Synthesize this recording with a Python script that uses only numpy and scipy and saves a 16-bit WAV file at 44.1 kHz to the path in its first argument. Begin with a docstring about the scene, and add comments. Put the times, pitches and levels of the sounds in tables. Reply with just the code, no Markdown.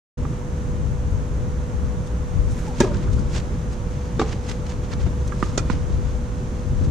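"""Tennis on an outdoor clay court

A player serves, lands, split-steps and stops the returned ball with his racket. Racket, ball and
soles ring in damped modes when struck; eddies whistle off the swung frame, and shoes scuff the grit.
Fences and trees send back dull echoes. Wind rumbles on the microphone over a hiss of leaves and
the hum of a far machine."""
import sys
import numpy as np
from scipy import signal
from scipy.fft import rfft, irfft, next_fast_len
from scipy.io import wavfile

SR = 44100
rng = np.random.default_rng(int(sys.argv[2]) if len(sys.argv) > 2 else 0)


def digitize_waveform(pressure):
    """Quantize a signal to 16-bit integers and store it at the path in sys.argv[1].

    Rows of a 2-D input are taken as channels; values are limited to [-1, 1].
    """
    field = np.atleast_2d(pressure).T
    bounded = np.clip(field, -1, 1)
    quanta = np.round(bounded * 32767).astype(np.int16)
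    wavfile.write(sys.argv[1], SR, quanta)


N = 304411
T = np.arange(N) / SR

# Noise spectra: frequency_hz, relative_density_db
LEAF_SPECTRUM = [(150, -4.5), (380, 2.5), (560, -0.5), (700, -5.5), (950, -4), (1500, -10.5), (2200, -17),
                 (4000, -23.5), (5000, -25), (6300, -18), (8000, -26), (12500, -38.5), (15000, -51)]
WIND_SPECTRUM = [(15, -13), (25, -9), (45, -2), (65, 0), (95, -7.5), (135, -7), (170, -10.5), (240, -16.5),
                 (320, -24.5), (500, -41), (900, -82)]
EDDY_SPECTRUM = [(15, -40), (35, -7), (65, -1), (130, -9.5), (220, -27.5), (450, -50), (1200, -100)]
ECHO_SPECTRUM = [(150, 1), (400, -1.5), (620, 0), (1250, -7.5), (2000, -7), (4000, -3.5), (7000, -12),
                 (14000, -45)]
GRIT_SPECTRUM = [(400, 0.5), (1000, 4.5), (2000, 5), (3800, 3.5), (6500, 4), (8500, -5), (11000, -18),
                 (15000, -37)]
CRACK_SPECTRUM = [(300, 1), (850, 9), (1300, 9), (1800, -4), (2800, -1.5), (3900, -1), (6300, 3.5),
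                  (7600, 0.5), (9000, -7.5), (12000, -17.5), (15500, -31)]
# Left-right likeness of wind and leaves: frequency_hz, coherence
AIR_COHERENCE = [(30, 0.8), (65, 0.76), (130, 0.94), (290, 0.96), (450, 0.75), (800, 0.033), (1400, 0.035),
                 (3900, 0.61), (6000, 0.083), (10000, 0.024)]
# Partials of the far machine: pitch_hz, rms_db
HUM_PARTIALS = [(64.5, -36.5), (241, -46.5), (388, -55), (493, -42), (591.5, -55.5), (1459, -68.5)]
# Breeze on the microphone: time_s, level_db, left_db (always left level minus right)
BREEZE_CURVE = [(0.36, -25, 2), (0.41, -26.5, 0.5), (1.03, -24.5, 1), (1.69, -26.5, 0), (2.4, -26, 0.5),
                (2.82, -25, 1.5), (3.18, -22, 3), (3.49, -25.5, -0.5), (4.73, -26.5, 1), (4.89, -24.5, 0.5),
                (5.97, -25.5, -2), (6.33, -25.5, 1.5), (6.63, -26.5, 0), (6.9, -19, 5.5)]
# Eddies striking one microphone port more than the other: peak_s, level_db, length_s, left_db
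EDDY_BUFFETS = [(0.858, -27.5, 0.26, 18.5), (1.163, -22.5, 0.091, 9), (1.44, -28.5, 0.23, 10),
                (1.863, -21.5, 0.23, 9), (2.384, -20, 0.11, 12.5), (2.508, -18, 0.06, -2),
                (2.955, -25, 0.054, -11), (3.15, -20, 0.17, 6.5), (5.048, -21, 0.14, 8),
                (5.464, -23, 0.068, -9), (5.736, -28, 0.042, -17), (5.926, -25, 0.39, 16),
                (6.843, -20, 0.25, 13)]
# Echoes after the serve: peak_s, level_db, centre_hz, width_octaves, left_db
ECHO_KNOCKS = [(2.847, -27, 900, .9, .5), (2.876, -36.5, 1080, .4, 0), (2.917, -39, 1150, .4, 0),
               (2.952, -40, 1250, .6, -1), (2.99, -42, 1200, .4, 0), (3.04, -40, 1080, .4, -1),
               (3.072, -40, 900, .7, -.5), (3.085, -38.5, 1200, .6, -.5), (3.185, -39, 1250, .25, -4)]
# Swells of noise: peak_s, level_db, length_s, tilt_db_per_octave
# At 2.523 and 2.603 s a faint, very high hiss before the serve; at 2.823 s the breathy rush of the
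# racket's follow-through; the rest are shoes sliding on grit.
NOISE_SWELLS = [(2.072, -45.5, .015, 5), (2.523, -47, .04, 12), (2.588, -31.5, 0.079, -5.5),
                (2.603, -51, 0.16, 15), (2.663, -40, 0.037, -3.5), (2.683, -46, .018, 5),
                (2.823, -33.5, 0.073, -0.5), (2.946, -38, 0.013, -2), (2.969, -43.5, 0.025, -1),
                (3.035, -37, 0.047, -4), (3.133, -42, 0.017, 3), (3.193, -48.5, 0.082, 3),
                (3.346, -38, 0.061, 1), (3.366, -26, .02, -3.2), (3.38, -31, .018, -1.5),
                (3.402, -30.5, .006, -3), (3.73, -43.5, 0.028, 1.5), (4.293, -38.5, 0.068, -2),
                (4.328, -32, 0.018, -3), (4.495, -40, 0.09, -0.5), (4.497, -32, 0.016, -0.5),
                (4.516, -33, 0.012, -2), (4.668, -36, .008, -2.5), (4.701, -41.5, 0.03, 0),
                (4.721, -39.5, 0.033, -2.5), (4.843, -43, 0.028, -2.5), (4.921, -36, 0.024, -3),
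                (4.936, -27, 0.013, -4), (5.004, -30, .008, -5), (5.019, -41.5, 0.046, -1),
                (5.279, -40.5, 0.0096, 8), (5.462, -47.5, 0.3, 2.5), (5.724, -41.5, 0.099, -2),
                (6.849, -44.5, 0.023, 1)]
# Coarse grains cracking under a sole: start_s, level_db
GRAIN_SNAPS = [(3.364, -29), (4.918, -30), (4.9305, -24), (4.936, -26), (4.9383, -29)]
# Three shoe landings, then a low gust thumping the microphone at 6.8085 s:
# start_s, ring_db, pitch_ratio, toe_share, thump_db, noise_db, cutoff_hz, left_db
LANDINGS_AND_GUST = [(4.193, -3, 1, 0.18, -9, -27, 4500, -0.5),
                     (4.213, -2.5, 0.93, 0.96, -10, -30.5, 4500, -2.5),
                     (5.062, -18, 0.8, 0.5, -16, -35, 1780, -4), (6.8085, -23, 0.713, 0, -18, -47, 446, 10)]
# Modes of a sole slapping the ground, lowered and dulled for the gust: pitch_hz, flat_db, toe_db, t60_s
THUD_MODES = [(344, 4.5, -1, 0.025), (445, 0.5, -6.5, 0.038), (765, -23, -13, 0.033),
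              (830, -13, -6.5, 0.037), (1135, -10.5, -19, 0.059), (1315, -13, -8.5, 0.027),
              (1600, -13, -22, 0.033), (2350, -21, -27, .03), (3600, -11, -26, 0.028),
              (6300, -30, -19, .022)]
# Modes of a hollow tap: pitch_hz, relative_db, t60_s
TAP_MODES = [(1190, 1, .065), (1320, -0.5, .06), (1630, -2, .06), (1950, -4, .018)]
# Ball on clay: start_s, ring_db, pitch_ratio, steep_share, thump_db, noise_db, cutoff_hz, left_db
BALL_BOUNCES = [(.252, -11, 0.92, 0.04, -26, -50, 1000, -3), (5.4266, 0, 0.97, 0.04, -9, -31.5, 2280, -6),
                (5.6994, 1.5, 0.99, 1, -8.5, -29.5, 2290, -10.5)]
# Modes of the hollow ball: pitch_hz, glancing_db, steep_db, t60_s
BALL_MODES = [(351, -13, -20, 0.02), (480, -20, -19.5, 0.027), (1065, -16.5, -15.5, 0.02),
              (1255, -10, -24.5, 0.029), (1430, -25, -17, 0.019), (1800, -20.5, -26, 0.026),
              (2400, -28, -17, 0.0076)]
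# Air passing the racket: peak_s, level_db, length_s, pitch_hz, breath_share, glide_octaves_per_length
SWING_WHISTLES = [(2.688, -36, .028, 845, 0.3, -.1), (2.714, -39, .02, 775, .3, 0),
                  (2.74, -41, .024, 900, .5, .16), (2.8415, -16, 0.0205, 395, 0.02, -.24),
                  (2.872, -33, .035, 610, .45, -.12), (2.912, -31, .03, 570, .3, -.08)]
# Modes of the racket with the ball: pitch_hz, centre_hit_db, frame_hit_db, t60_s (before extra damping)
RACKET_MODES = [(243, -9.5, -16, 0.027), (372, -7, -12, 0.026), (535, -10, -12.5, 0.025),
                (750, -22, -26, .022), (885, -16.5, -23, 0.03), (1150, -23, -15, 0.03),
                (1346, -29, -12, 0.052), (1669, -23, -42, 0.09), (1943, -32, -28, .06),
                (2160, -25, -36, 0.045), (2439, -32, -27.5, 0.1), (3220, -29, -27, 0.035),
                (3510, -34, -25, .06), (3750, -16, -28, 0.028), (5700, -17, -19, 0.022),
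                (6761, -27, -16, 0.03), (7150, -27, -18, .024)]
# Racket on ball: start_s, ring_db, crack_db, crack_t60_s, crack_cutoff_hz, off_centre_share,
# ground_delay_s, ground_echo_db, left_db
RACKET_STROKES = [(2.8028, 1.5, -14.5, 0.038, 13000, 0.01, .0085, -5, -0.5),
                  (5.576, -4, -20.5, 0.083, 9000, 0.94, 0.0034, -26, -6)]


def from_db(db):
    """Amplitude grows tenfold for every 20 dB."""
    return 10 ** (np.asarray(db) / 20)


def unit_rms(x):
    """Normalisation to a mean power of 1."""
    return x / np.sqrt(np.mean(x ** 2) + 1e-20)


def at_hz(points, hz):
    """Interpolation on a logarithmic frequency axis."""
    frequencies, values = np.transpose(points)
    return np.interp(np.log(np.maximum(hz, 1)), np.log(frequencies), values)


def panned(left_db):
    """A level difference between the channels gives direction."""
    return from_db(np.array([[.5], [-.5]]) * left_db)


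def drift(rate_hz):
    """Interpolated random values wander with unit variance."""
    knots = rng.standard_normal(1024)
    return np.interp(T * rate_hz, np.arange(len(knots)), knots) / np.sqrt(2 / 3)


def noise(spectrum, coherence, size=N, tilt_db=0):
    """Coloured noise of unit rms; the balance of mid and side sets the stereo coherence."""
    padded = next_fast_len(size)
    hz = np.fft.rfftfreq(padded, 1 / SR)
    alike = np.clip(at_hz(coherence, hz) if np.ndim(coherence) else coherence, 0, 1)
    octaves = np.log2(np.maximum(hz, 1) / 1000)
    gain = from_db(at_hz(spectrum, hz) + tilt_db * octaves) * (hz > 12)
    mid, side = rfft(rng.standard_normal((2, padded)))
    stereo = np.sqrt(1 + alike) * mid + np.sqrt(1 - alike) * side * [[1], [-1]]
    return unit_rms(irfft(gain * stereo, padded)[:, :size])


def lowpass(x, hz, order=2):
    """Attenuation above a corner frequency."""
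    return signal.sosfilt(signal.butter(order, min(hz, .45 * SR), fs=SR, output="sos"), x)


def add(out, sound, start_s):
    """Superposition: a sound joins the mix at its start time."""
    at = round(start_s * SR)
    out[:, at:at + sound.shape[-1]] += sound[..., :N - at]


def ring(modes, t):
    """Free vibration is a sum of exponentially damped sines."""
    return sum(from_db(db - 60 * t / t60) * np.sin(2 * np.pi * hz * t) for hz, db, t60 in modes)


def blend(modes, share):
    """Modal excitation depends on the blow: levels lie between two manners of striking."""
    return [(hz, first + np.clip(share, 0, 1) * (second - first), t60) for hz, first, second, t60 in modes]


def burst(t, rise_s, t60):
    """An impact envelope builds during contact, then decays exponentially."""
    return np.minimum(0.19 + t / rise_s, 1) * from_db(-60 * np.maximum(t - rise_s, 0) / t60)


def swell(t, length_s, rise_share, shape):
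    """An envelope peaking at t = 0, length_s wide at 1/e of its height."""
    distance_s = np.where(t < 0, -t / rise_share, t / (1 - rise_share))
    return np.exp(-(distance_s / length_s) ** shape)


def leaves(level_db=-38.5):
    """Countless leaves add incoherently to a nearly steady hiss."""
    return from_db(level_db + .3 * drift(9)) * noise(LEAF_SPECTRUM, AIR_COHERENCE) * panned(-1.5)


def far_machine(waver_hz=1.113, waver_db=0.4):
    """Wind modulates the amplitude and frequency of each partial of a distant hum."""
    hum = np.zeros(N)
    for hz, rms_db in HUM_PARTIALS:
        amplitude = np.sqrt(2) * from_db(rms_db - waver_db * drift(16))
        pitch_hz = hz + waver_hz * drift(14)
        hum += amplitude * np.sin(2 * np.pi * np.cumsum(pitch_hz) / SR)
    return hum * panned(-1.2)


def wind(gain_db=0.4, lumps_db=1.0):
    """Turbulent pressure on the microphone: a rumble follows the breeze, and single eddies buffet it."""
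    times_s, levels_db, lefts_db = np.transpose(BREEZE_CURVE)
    breeze_db = np.interp(T, times_s, levels_db) + lumps_db * np.array([drift(25), drift(25)])
    windward = panned(np.interp(T, times_s, lefts_db))
    rumble = from_db(gain_db + breeze_db) * windward * noise(WIND_SPECTRUM, AIR_COHERENCE)
    buffets = sum(from_db(db) * swell(T - peak_s, length_s, rise_share=0.53, shape=1.04) * panned(left_db)
                  for peak_s, db, length_s, left_db in EDDY_BUFFETS)
    return rumble + buffets * noise(EDDY_SPECTRUM, coherence=0.055)


def reverberation(x, near_db=-18, near_t60=0.68, far_db=-22, far_t60=3.6):
    """Diffuse scattering: near fences give a short dull tail, distant trees a faint long one."""
    t = T[:2 * SR]
    fences = from_db(near_db - 60 * t / near_t60) / np.sqrt(near_t60) * np.clip(t / 0.022 - .5, 0, 1)
    trees = from_db(far_db - 60 * t / far_t60) / np.sqrt(far_t60) * np.clip(t / 0.038 - .5, 0, 1)
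    energy_scale = np.sqrt(2 * np.log(1000) / SR)
    response = noise(ECHO_SPECTRUM, coherence=0.85, size=len(t)) * np.hypot(fences, trees) * energy_scale
    dulled = lowpass(x, 2600)  # foliage absorbs the treble
    return signal.fftconvolve(dulled, response, axes=1)[:, :N]


def court_echoes(length_s=0.019):
    """Midrange noise knocks stand for the serve's scattering from fences and walls."""
    out, t = np.zeros((2, N)), T[:SR // 5] - .1
    for peak_s, level_db, hz, octaves, left_db in ECHO_KNOCKS:
        edge = 2 ** (abs(octaves) / 2)
        band = [(hz / edge / 4, -90), (hz / edge, 0), (hz * edge, 0), (hz * edge * 4, -90)]
        knock = swell(t, length_s, rise_share=0.54, shape=1.1) * noise(band, coherence=0.53, size=len(t))
        add(out, from_db(level_db) * knock * panned(left_db), peak_s + t[0])
    return out


def fence_slap(x, level_db=-23, delay_s=0.039, cutoff_hz=3000):
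    """Reflection from the fence behind the baseline gives one echo, left and right exchanged."""
    out = np.zeros((2, N))
    add(out, from_db(level_db) * lowpass(x[::-1], cutoff_hz), delay_s)
    return out


def grainy_noise(size, tilt_db, clump_db=2.5, clumps_per_s=700):
    """Quick random amplitude modulation makes noise grainy, like crushed brick dust."""
    clumps = np.interp(T[:size] * clumps_per_s, np.arange(SR), rng.standard_normal(SR))
    hiss = noise(GRIT_SPECTRUM, coherence=0.66, size=size, tilt_db=tilt_db)
    return unit_rms(from_db(clump_db * clumps)) * hiss


def scuffs_and_rushes(start_s=2.25, end_s=7.4, shuffle_db=-56.5, spread_db=3.0, shuffles_per_s=14):
    """Friction noise of shuffling and sliding soles, a faint high hiss, and the follow-through's rush."""
    moving = np.clip(np.minimum(T - start_s, end_s - T) / 0.12, 0, 1)
    shuffling = moving * from_db(shuffle_db + spread_db * drift(shuffles_per_s))
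    out = shuffling * grainy_noise(N, tilt_db=-1.5)
    t = T[:SR] - .5
    for peak_s, level_db, length_s, tilt_db in NOISE_SWELLS:
        envelope = swell(t, length_s, rise_share=0.49, shape=0.93)
        add(out, from_db(level_db) * envelope * grainy_noise(len(t), tilt_db), peak_s + t[0])
    return out * panned(-2)


def grain_snaps(t60=0.0055, cutoff_hz=5500):
    """Brittle fracture: coarse grains click under the player's weight."""
    out, t = np.zeros((2, N)), T[:SR // 50]
    for start_s, level_db in GRAIN_SNAPS:
        grit = noise(GRIT_SPECTRUM, coherence=1.0, size=len(t), tilt_db=-2)
        add(out, from_db(level_db - 60 * t / t60) * grit, start_s)
    return lowpass(out, cutoff_hz, order=4)


def impacts(events, modes, contact_s, thump_hz, thump_t60, thump_lag_s, noise_t60):
    """Impulsive excitation (ball or sole on clay, gust on microphone): modes, noise and a low thump."""
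    out, t = np.zeros((2, N)), T[:SR // 5]
    pressing = np.minimum(t / contact_s, 1) ** 2
    for start_s, ring_db, pitch_ratio, manner, thump_db, noise_db, cutoff_hz, left_db in events:
        variations = rng.standard_normal((len(modes), 2))
        struck = [(hz * pitch_ratio * (1 + .012 * detune), db + offset_db, t60)
                  for (hz, db, t60), (detune, offset_db) in zip(blend(modes, manner), variations)]
        body = from_db(ring_db) * pressing * ring(struck, t)
        envelope = from_db(noise_db) * burst(t, rise_s=contact_s, t60=noise_t60)
        hiss = envelope * noise(GRIT_SPECTRUM, coherence=0.36, size=len(t))  # on clay, spraying grit
        thump = ring([(thump_hz, thump_db, thump_t60)], t)
        add(out, lowpass(body + hiss, cutoff_hz, order=1) * panned(left_db), start_s)
        add(out, thump * panned(left_db), start_s + thump_lag_s)
    return out


def hollow_tap(start_s=5.3218, level_db=-32, left_db=-13.5, contact_s=0.00043):
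    """Damped resonance: a light, hollow tap rings briefly off to the right."""
    out, t = np.zeros((2, N)), T[:SR // 5]
    tap = from_db(level_db) * np.minimum(t / contact_s, 1) * ring(TAP_MODES, t)
    add(out, tap * panned(left_db), start_s)
    return out


def racket_swing(breath_rate_hz=130):
    """Vortex shedding from the frame makes a breathy tone that glides with the racket's speed."""
    out, t = np.zeros((2, N)), T[:SR // 2] - .25
    for peak_s, level_db, length_s, hz, breathiness, glide in SWING_WHISTLES:
        pitch_hz = hz * 2 ** (glide * np.clip(t / length_s, -1, 1))
        carrier = np.exp(2j * np.pi * np.cumsum(pitch_hz) / SR)
        eddies = (drift(breath_rate_hz) + 1j * drift(breath_rate_hz))[:len(t)] / np.sqrt(2)
        tone = np.imag((np.sqrt(1 - breathiness) + np.sqrt(breathiness) * eddies) * carrier)
        envelope = from_db(level_db) * swell(t, length_s, rise_share=0.52, shape=5.3)
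        add(out, envelope * tone, peak_s + t[0])
    return out


def racket_hits(dwell_s=0.0029, release_s=0.00045, max_cycles=260, rattle=0.65, ground_hz=2200):
    """Strings bite the felt with a crack, then vibrate freely; the ground reflects both sounds."""
    out, t = np.zeros((2, N)), T[:SR // 4]
    flutter_depth = rattle * np.minimum(t / 0.005, 1)  # strings rub together, so each mode flutters
    for stroke in RACKET_STROKES:
        start_s, ring_db, crack_db, crack_t60, cutoff_hz, off_centre, echo_s, echo_db, left_db = stroke
        # ball and hand damp the racket, limiting each t60 to max_cycles periods
        modes = [(hz, db, min(t60, max_cycles / hz)) for hz, db, t60 in blend(RACKET_MODES, off_centre)]
        ringing = sum(ring([mode], t) * (1 + flutter_depth * drift(122)[:len(t)]) for mode in modes)
        body = from_db(ring_db) * np.minimum(t / release_s, 1) * ringing
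        bite = lowpass(noise(CRACK_SPECTRUM, coherence=0.07, size=len(t)), cutoff_hz, order=3)
        crack = from_db(crack_db) * burst(t, rise_s=0.00035, t60=crack_t60) * bite
        for sound, at_s in ((crack, start_s), (body, start_s + dwell_s)):
            add(out, sound * panned(left_db), at_s)
            add(out, from_db(echo_db) * lowpass(sound, ground_hz) * panned(left_db), at_s + echo_s)
    return out


def scene():
    """Direct sound, reflections and background add by superposition."""
    ball = impacts(BALL_BOUNCES, BALL_MODES, contact_s=0.00037,
                   thump_hz=192, thump_t60=0.021, thump_lag_s=0.00283, noise_t60=0.14)
    thuds = impacts(LANDINGS_AND_GUST, THUD_MODES, contact_s=0.0039,
                    thump_hz=255, thump_t60=0.014, thump_lag_s=0.01136, noise_t60=0.11)
    direct = racket_hits() + ball + hollow_tap() + thuds
    direct += scuffs_and_rushes() + grain_snaps() + racket_swing()
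    echoes = fence_slap(direct) + court_echoes() + reverberation(direct)
    return direct + echoes + wind() + leaves() + far_machine()


def record(dry):
    """Gating, clipping and band limiting: a silent start, peaks held at full scale, the top cut."""
    start_s, cutoff_hz = .172, 16100
    gate = np.clip((T - start_s) / .008, 0, 1) * np.clip((T[-1] - T) / .002, 0, 1)
    treble_cut = signal.cheby2(14, 70, cutoff_hz, fs=SR, output="sos")
    return signal.sosfilt(treble_cut, np.clip(dry * gate, -1, 1))


dry = scene()
out = record(dry)
digitize_waveform(out)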